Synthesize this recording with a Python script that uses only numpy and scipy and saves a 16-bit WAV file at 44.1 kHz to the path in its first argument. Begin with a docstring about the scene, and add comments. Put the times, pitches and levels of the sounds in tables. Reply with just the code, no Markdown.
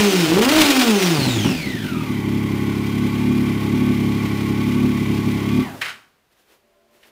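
"""A three-cylinder motorcycle with open pipes revs up in a garage: its firings merge into a saw-like note.
The speed falls, backfires pop in the pipes, and single exhaust pulses burble down to a hunting idle.
Rushing gas (shaped noise) and meshing gears (narrow noise bands) follow the speed. The ignition is cut,
the drive clatters (decaying noise) as the crank stops; then cloth rustles and something small is set down
in the quiet garage, over a faint hum of narrow resonances."""
import sys
import numpy as np
from scipy import signal
from scipy.fft import rfft, irfft
from scipy.io import wavfile
from scipy.ndimage import uniform_filter1d

SR = 44100
rng = np.random.default_rng(int(sys.argv[2]) if len(sys.argv) > 2 else 0)


def materialize(psi):
    """Save the field psi as 16-bit PCM at rate SR to the path in sys.argv[1].

    A 1-D psi becomes a single channel; in a 2-D psi each row is a channel.
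    """
    bounded = np.clip(np.atleast_2d(psi).T, -1, 1)
    quanta = np.round(bounded * 32767).astype(np.int16)
    wavfile.write(sys.argv[1], SR, quanta)


N = 313530
T = np.arange(N) / SR  # time (s)

# The idle speed hunts a little. Each row: time [s], firing rate [firings per s].
IDLE_SPEED = [(2.1, 35.4), (2.23, 34.2), (2.34, 35.2), (2.46, 34.5), (2.75, 34.5), (2.99, 35.3),
              (3.11, 34.8), (3.23, 35.9), (3.65, 34.4), (3.73, 35.6), (3.85, 35.9), (3.97, 35.0),
              (4.21, 35.0), (4.3, 34.5), (4.53, 34.7), (4.61, 35.3), (4.85, 35.8), (4.97, 35.0),
              (5.14, 34.7), (5.28, 35.4), (5.4, 33.9), (5.44, 34.1), (5.53, 36.2), (5.62, 36.4)]
IDLE_HZ = 35  # reference firing rate at idle
OFF_S, STILL_S = 5.62, 5.8  # ignition cut; crank at rest


def amp(db):
    """Level in decibels to amplitude ratio."""
    return 10 ** (np.asarray(db) / 20)


def evened(x):
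    """Normalisation to unit root-mean-square."""
    return x / np.sqrt(np.mean(x ** 2) + 1e-20)


def read(points, hz):
    """Interpolation of a spectrum along a logarithmic frequency axis."""
    f, value = np.transpose(points)
    return np.interp(np.log(hz + 1), np.log(f + 1), value)


def curves(*tables):
    """Piecewise linear time courses of the columns after the time column."""
    s, *columns = np.transpose(np.vstack(tables))
    return [np.interp(T, s, c) for c in columns]


def bumps(rows):
    """Sum of Gaussian bells from rows of (time s, length s, height)."""
    return sum(height * np.exp(-(2 * (T - s) / length) ** 2) for s, length, height in rows)


def resonate(x, hz, width):
    """Resonance of peak gain 1 by heterodyning: shifts hz down to zero, smooths, shifts back."""
    turn = np.exp(2j * np.pi * np.cumsum(hz * np.ones(len(x))) / SR)
    r = np.exp(-np.pi * width / SR)
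    return 2 * (turn * signal.lfilter([1 - r], [1, -r], x / turn)).real


def noise(spectrum):
    """Stationary noise: white noise weighted by a spectral density."""
    weight = amp(read(spectrum, np.fft.rfftfreq(N, 1 / SR)))
    return evened(irfft(rfft(rng.standard_normal(N)) * weight, N))


def flutter(size):
    """Slow random modulation: white noise averaged over a number of samples."""
    return evened(uniform_filter1d(rng.standard_normal(N), size=size))


def clicks(rows):
    """Unit impulses scaled by level, from rows of (time s, level dB)."""
    x = np.zeros(N)
    s, db = np.transpose(rows)
    x[(s * SR).astype(int)] = amp(db)
    return x


def colour(x, points):
    """Minimum-phase filter: the phase is the Hilbert transform of the log gain."""
    log_gain = np.log(amp(read(points, abs(np.fft.fftfreq(2 ** 14, 1 / SR)))))
    response = np.exp(log_gain - 1j * signal.hilbert(log_gain).imag)
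    taps = np.fft.ifft(response).real[:2 ** 12]
    return signal.oaconvolve(x, taps / np.linalg.norm(taps))[:N]


def swept(x):
    """Dispersion: group delay rises with pitch, so each stroke sweeps upward."""
    hz = np.fft.rfftfreq(N, 1 / SR)
    late = .011 * np.minimum(hz / 400 - .5, 1)  # s; level above 600 Hz
    return irfft(rfft(x) * np.exp(-2j * np.pi * np.cumsum(late) * hz[1]), N)


def quiet():
    """Room background: friction noise of cloth, a hum of narrow resonances, a noise floor, a steady noise wash."""
    # Cloth rustling near by. Each row: time in seconds, length in seconds, level in dB.
    rustles = [(6.328, 0.027, -65.5), (6.4, 0.073, -63), (6.523, 0.092, -57.5), (6.96, 0.076, -61),
               (7.02, 0.041, -64), (7.072, 0.06, -55)]
    # Spectrum of the rustle. Each row: frequency in Hz, relative density in dB per Hz.
    rustle_colour = [(30, -24), (100, -12), (400, 4.5), (1000, -4), (3000, -5), (8000, -14), (16000, -13)]
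    # Partials of the hum. Each row: frequency in Hz, relative level in dB.
    hum_partials = [(226.1, -71), (360.7, -70), (403.7, -72), (586.8, -66), (672.9, -70), (1039, -77),
                    (1400, -84)]
    # Spectrum of the noise floor. Each row: frequency in Hz, relative density in dB per Hz.
    floor_colour = [(20, -2.5), (60, -5), (300, -14), (1500, -12.5), (16000, -38.5)]
    bed_db, floor_db = -68, -68
    # steady noise wash with the rustle's colour: constant level until 5.85 s, then dying away
    wash_db, wash_dies_s, wash_db_per_s = -44.5, 5.85, -150
    hum_db, hum_from_s, hum_rise_s = -60.5, 6.7, 0.085

    rustle = amp(bed_db) + bumps([(s, length, amp(db)) for s, length, db in rustles])
    rustle += amp(wash_db + wash_db_per_s * np.maximum(T - wash_dies_s, 0))
    swell = amp(hum_db) / (1 + np.exp((hum_from_s - T) / hum_rise_s))
    hum = sum(amp(db) * evened(resonate(rng.standard_normal(N), hz, 4.7)) for hz, db in hum_partials)
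    return rustle * noise(rustle_colour) + swell * evened(hum) + amp(floor_db) * noise(floor_colour)


def garage(x):
    """Diffuse reverberation: a noise tail whose bands decay exponentially, each at its own speed."""
    # Reverberation of the garage. Each row: frequency in Hz, time to fall by 60 dB in seconds.
    decay_times = [(100, 0.75), (500, 0.68), (2000, 0.37), (8000, 0.44)]
    hz, t, z = signal.stft(rng.standard_normal(SR), SR, nperseg=256)
    decay = amp(-60 * t / read(decay_times, hz)[:, None])
    tail = signal.istft(z * decay, SR, nperseg=256)[1]
    return signal.oaconvolve(x, tail / np.linalg.norm(tail))[:N]


def clatter():
    """Impact excitation: slack in the drive knocks the casing, a bright crack and a short jangle each."""
    # Backlash blows. Each row: time in seconds, relative level in dB.
    blow_rows = [(5.808, -20), (5.813, -1.5), (5.829, -35), (5.844, -15), (5.859, -12), (5.88, -11),
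                 (5.894, -22), (5.909, -43)]
    # Something small is set down. Each row: time in seconds, relative level in dB.
    tap_rows = [(7.027, -30)]
    # Spectrum of the casing. Each row: frequency in Hz, relative density in dB per Hz.
    casing_colour = [(250, -30), (800, -14), (1100, -7), (1500, 0), (2600, 0), (3500, -7), (4600, -11),
                     (6000, -19), (10000, -24), (16000, -34)]

    t = np.arange(4000) / SR
    blows = clicks(blow_rows) + clicks(tap_rows)
    jangle_shape = amp(-16.0 - 60 * t / 0.12) * (1 - np.exp(-t / 0.0039))
    jangle = signal.oaconvolve(blows, jangle_shape)[:N] * noise(casing_colour)
    jangle *= amp(2.2 * flutter(90))  # loose parts chatter
    crack_shape = amp(-27 - 60 * t / .05) * (1 - np.exp(-t / .003))
    crack = signal.oaconvolve(blows, crack_shape)[:N]
    return jangle + crack * rng.standard_normal(N)


def gears(rate, cycles):
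    """Mesh tones: fuzzy whines at multiples of the firing rate, amplitude-modulated by the firings."""
    # Level of the whine. Each row: time in seconds, level in dB.
    whine_levels = [(0, -32), (.2, -32), (.3, -44), (.85, -40), (1, -30), (1.25, -28.5), (1.5, -29.5),
                    (1.7, -32), (1.9, -33), (2.05, -40), (3, -39), (5.55, -39), (5.63, -37), (5.7, -40),
                    (5.8, -56)]
    # Gear and chain mesh. Each row: multiple of the firing rate, nominal width in Hz,
    # relative level at speed in dB, relative level at idle in dB.
    mesh = [(24.38, 16, -30, -6), (31.45, 38, -3.5, -0.5), (42.5, 30, -36.5, -13), (57.54, 28, -19, -6),
            (61.7, 61, -11, -5), (67.1, 43, -29, -6), (91.7, 84, -24, -11)]

    whine_db, = curves(whine_levels)
    fast = np.clip((rate - 38) / 8, 0, 1)  # 0 at idle, 1 at speed
    whine = 0
    for multiple, width, fast_db, idle_db in mesh:
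        waver = .012 * fast * flutter(200)
        hz = rate * multiple * (1 + waver)
        spread = width * np.sqrt(np.pi / 2)
        grains = signal.lfilter([1], [1, -np.exp(-np.pi * spread / SR)], rng.standard_normal((2, N)))
        angle = 2 * np.pi * np.cumsum(hz) / SR
        line = evened(grains[0] * np.cos(angle) + grains[1] * np.sin(angle))
        treble_fade = np.clip(3 - hz / 3500, 0, 1)  # from 7 to 10.5 kHz
        whine += amp(idle_db + fast * (fast_db - idle_db)) * line * treble_fade
    throb = evened(7.8 + np.cos(np.pi * cycles) ** 2)
    return amp(whine_db) * whine * throb * (T < STILL_S)


def roar(rate, cycles):
    """Turbulent flow noise: gas rushes out in a puff with each firing and tears in bursts at speed."""
    # Spectra of the gas at speed and at idle. Each row: frequency in Hz, relative density in dB per Hz.
    speed_colour = [(180, -31.5), (300, 0.5), (593, -10), (762, -6), (856, -9.5), (1970, -8), (2400, -5),
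                    (4370, -10), (13800, -24.5), (16000, -15.5)]
    idle_colour = [(250, 5.5), (450, 2), (700, -2), (1300, -7.5), (2300, 0), (3900, -6), (8000, -17.5),
                   (16000, -17.5)]
    # The roar dips or leaps briefly. Each row: time in seconds, length in seconds, change in dB.
    lulls = [(.34, 0.12, -3), (.464, 0.045, -6), (.51, 0.0092, -9.5), (.62, 0.015, 13), (.79, 0.013, -5),
             (.924, 0.046, -4), (1.1, .03, 0)]
    base_db, db_per_octave, lag_s = -36, 6.5, 0.034  # follows the speed, a little late
    settled_s, dip_db, regain_s = 1.8, -5, 0.74  # dips as idle nears and creeps back
    dies_db_per_s = -170  # after the ignition cut

    lagging = np.interp(T - lag_s, T, rate)
    roar_db = base_db + db_per_octave * np.log2(lagging / IDLE_HZ) + bumps(lulls)
    roar_db += dip_db * np.exp(-abs(T - settled_s) / regain_s)
    roar_db += dies_db_per_s * np.maximum(T - OFF_S, 0)
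    puffs = evened(1.6 + np.cos(np.pi * cycles) ** 4)
    fast = np.clip((rate - 45) / 90, 0, 1)
    gas = np.sqrt(fast) * noise(speed_colour) + np.sqrt(1 - fast) * noise(idle_colour)
    bursts = flutter(700) + .3 * flutter(3000)
    crackle_db = (1.2 + 2.3 * np.clip((rate - 150) / 100, 0, 1)) * bursts
    return (T < STILL_S) * puffs * amp(roar_db + crackle_db) * gas


def note(rate, cycles):
    """Harmonic synthesis: at high revs the pulses merge into a saw-like tone that rasps under load."""
    # Load. Each row: time in seconds, throttle opening from 0 to 1.
    throttle = [(.25, .15), (.28, 1), (.6, 1), (.68, .15)]
    # First three harmonics. Each row: relative level in dB, dB added at full throttle.
    harmonics = [(-11, -1), (-20.5, 5), (-28.5, 2.5)]
    # Colour of the note. Each row: frequency in Hz, relative gain in dB.
    note_colour = [(95, -20), (140, -14.5), (170, -9), (210, -4.5), (300, -2.5), (400, 4.5), (520, -12),
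                   (620, -6), (900, -5.5)]
    # Standing waves of pipes and garage swallow the note as it sweeps past.
    # Each row: frequency in Hz, width in Hz, share lost from 0 to 1.
    dead_spots = [(192, 16, 1), (243, 14, .95), (272, 12, .95), (299, 8, .8), (310, 6, .8), (351, 18, .9),
                  (366, 8, .8), (389, 18, .95), (419, 16, .9), (505, 30, .9), (590, 40, .7)]
    overtones_sink_hz = 145  # firing rate below which the overtones drop, by up to 12 dB
    jitter_cycles = .02  # under load the firings come early or late
    end_s, fade_s = 1.51, 0.21

    loaded, = curves(throttle)
    levels_db = [db + more_db * loaded + read(note_colour, k * rate)
                 for k, (db, more_db) in enumerate(harmonics, 1)]
    sink_db = 12 * np.clip((overtones_sink_hz - rate) / 10, 0, 1)
    levels_db[1:] = [db - sink_db for db in levels_db[1:]]
    cycles = cycles + jitter_cycles * loaded * flutter(400)
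    rasp = loaded * flutter(150)
    tone = sum(amp(db) * np.sin(2 * np.pi * k * cycles) * (1 + .3 * (k - .7) * rasp)
               for k, db in enumerate(levels_db, 1))
    # harmonics 4 to 9, each 2 dB weaker than the one before
    tone += sum(amp(levels_db[2] - 2. * k) * np.sin(2 * np.pi * (k + 3) * cycles) * (0.9 + rasp)
                for k in range(1, 7))
    for hz, width, share in dead_spots:
        tone = tone - np.clip(share, 0, 1) * resonate(tone, hz, width)
    return amp(5.0) * tone * np.clip((end_s - T) / fade_s, 0, 1)


def exhaust(rate, cycles):
    """Pulse train in a resonant pipe: one pressure pulse per firing, uneven, echoing to and fro."""
    # Level of the separate pulses. Each row: time in seconds, relative level in dB.
    pulse_levels = [(0, -60), (.25, -27), (.52, -31.5), (.6, -13.5), (.72, -47), (1.1, -58), (1.2, -34),
                    (1.35, -24), (1.6, -28), (1.9, -27.5), (1.97, -19), (2.038, -31.5), (2.09, -22.5),
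                    (2.3, -19.5), (2.9, -19.5), (5.58, -19), (5.63, -33.5), (5.7, -38.5), (5.8, -49)]
    # Ragged on the closed throttle, even at idle. Each row: time in seconds, scatter of firings in dB.
    ragged = [(0, 3), (1.15, 3), (1.2, 4.5), (1.95, 4.5), (2.08, .9), (6, .9)]
    # One entry per cylinder: level offset in dB.
    cylinder_db = [1.1, -.9, -.2]
    # Backfires in the pipes on the closed throttle. Each row: time in seconds, relative level in dB.
    pops = [(1.18, -6), (1.206, -5.5), (1.264, -2.5), (1.28, -6.5), (1.36, -4.5), (1.446, 2), (1.464, -5),
            (1.488, -6), (1.509, -6.5), (1.68, -25), (1.838, -25), (1.915, -27.5), (1.965, -29)]
    # Colour of the pipes. Each row: frequency in Hz, relative gain in dB.
    pipe_colour = [(20, -76), (35, -42), (70, -4), (105, 4), (140, 3.5), (175, 4.5), (210, 7), (245, 7),
                   (280, 5.5), (315, 2), (385, -2), (420, -7.5), (460, -44.5), (600, -45.5), (1000, -53),
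                   (3000, -73)]
    surge_db_per_hz, boom_per_hz = .8, .45  # pulses grow and boom when the idle runs fast
    lap_s, share = .009, .42  # round trip in the pipe; share that leaves at once
    wall_s, wall_db = .0195, -13  # echo of the wall behind

    (pulse_db,), (scatter_db,) = curves(pulse_levels), curves(ragged)
    surge = (rate - IDLE_HZ) * (T > IDLE_SPEED[0][0]) * (T < OFF_S)
    pulse_db = pulse_db + surge_db_per_hz * surge
    late, luck, bite = np.clip(rng.standard_normal((4000, 3)), -2, 2).T  # one row per firing
    jittered = cycles + .005 * late[(cycles + .5).astype(int)]
    firing = np.maximum.accumulate(jittered).astype(int)
    uneven_db = scatter_db * luck[firing] + np.array(cylinder_db)[firing % 3]
    strength = amp(pulse_db + uneven_db) * (T < STILL_S)
    pulses = np.diff(firing, prepend=0) * strength * np.sqrt(SR / rate)  # equal power at any speed
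    pulses += resonate(.18 * bite[firing] * pulses, 300, 200)  # some firings are sharper
    pulses += resonate(boom_per_hz * surge * pulses, 235, 90)

    drive = amp(-0.5) * pulses + amp(15.0) * clicks(pops)
    gap = np.zeros(round(lap_s * SR) - 1)
    drive = signal.lfilter(np.r_[share, gap, 1], np.r_[1, gap, share], drive)  # all-pass echo
    drive = drive + amp(wall_db) * np.roll(drive, round(wall_s * SR))
    snap_shape = amp(-13.5 - 60 * T[:4000] / 0.13)
    snaps = signal.oaconvolve(clicks(pops), snap_shape)[:N]  # the backfires also snap
    return resonate(snaps * rng.standard_normal(N), 740, 670) + swept(colour(drive, pipe_colour))


def scene():
    """Superposition: one engine speed drives the engine's sources, and the garage reverberates."""
    # Speed through the rev and down to idle. Each row: time in seconds, firing rate in firings per second.
    rev_speed = [(0, 210.3), (.066, 202.5), (.134, 186.1), (.2, 174.5), (.278, 150.2), (.36, 184),
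                 (.44, 244.3), (.528, 307.8), (.576, 316.6), (.62, 307), (.71, 274), (.83, 246),
                 (.938, 206.2), (1.01, 186.6), (1.09, 172), (1.134, 160.6), (1.178, 143), (1.318, 119.3),
                 (1.5, 87), (1.7, 63.5), (1.96, 39.5), (2.06, 36.3)]
    last_hz = 17  # firing rate as the crank comes to rest
    rate, = curves(rev_speed, IDLE_SPEED, [(STILL_S, last_hz)])
    cycles = np.cumsum(rate) / SR  # firings so far
    hiss = roar(rate, cycles) + gears(rate, cycles) + clatter()
    low = exhaust(rate, cycles)
    echo = amp(-6.0) * garage(hiss) + amp(-17) * garage(low)
    return (note(rate, cycles) + low + hiss + echo + quiet())[None]


def record(dry):
    """Transducer limits: a small microphone drops deep bass, saturates on peaks and is band-limited."""
    edge_hz, ceiling = 15620, .52
    thin = signal.sosfilt(signal.butter(2, 40., "high", fs=SR, output="sos"), dry)
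    squashed = thin / (1 + abs(thin / ceiling) ** 4) ** .25
    lowpass = signal.firwin(1023, edge_hz, window=("kaiser", 9), fs=SR)
    return signal.oaconvolve(squashed, lowpass[None], "same")


dry = scene()
out = record(dry)
materialize(out)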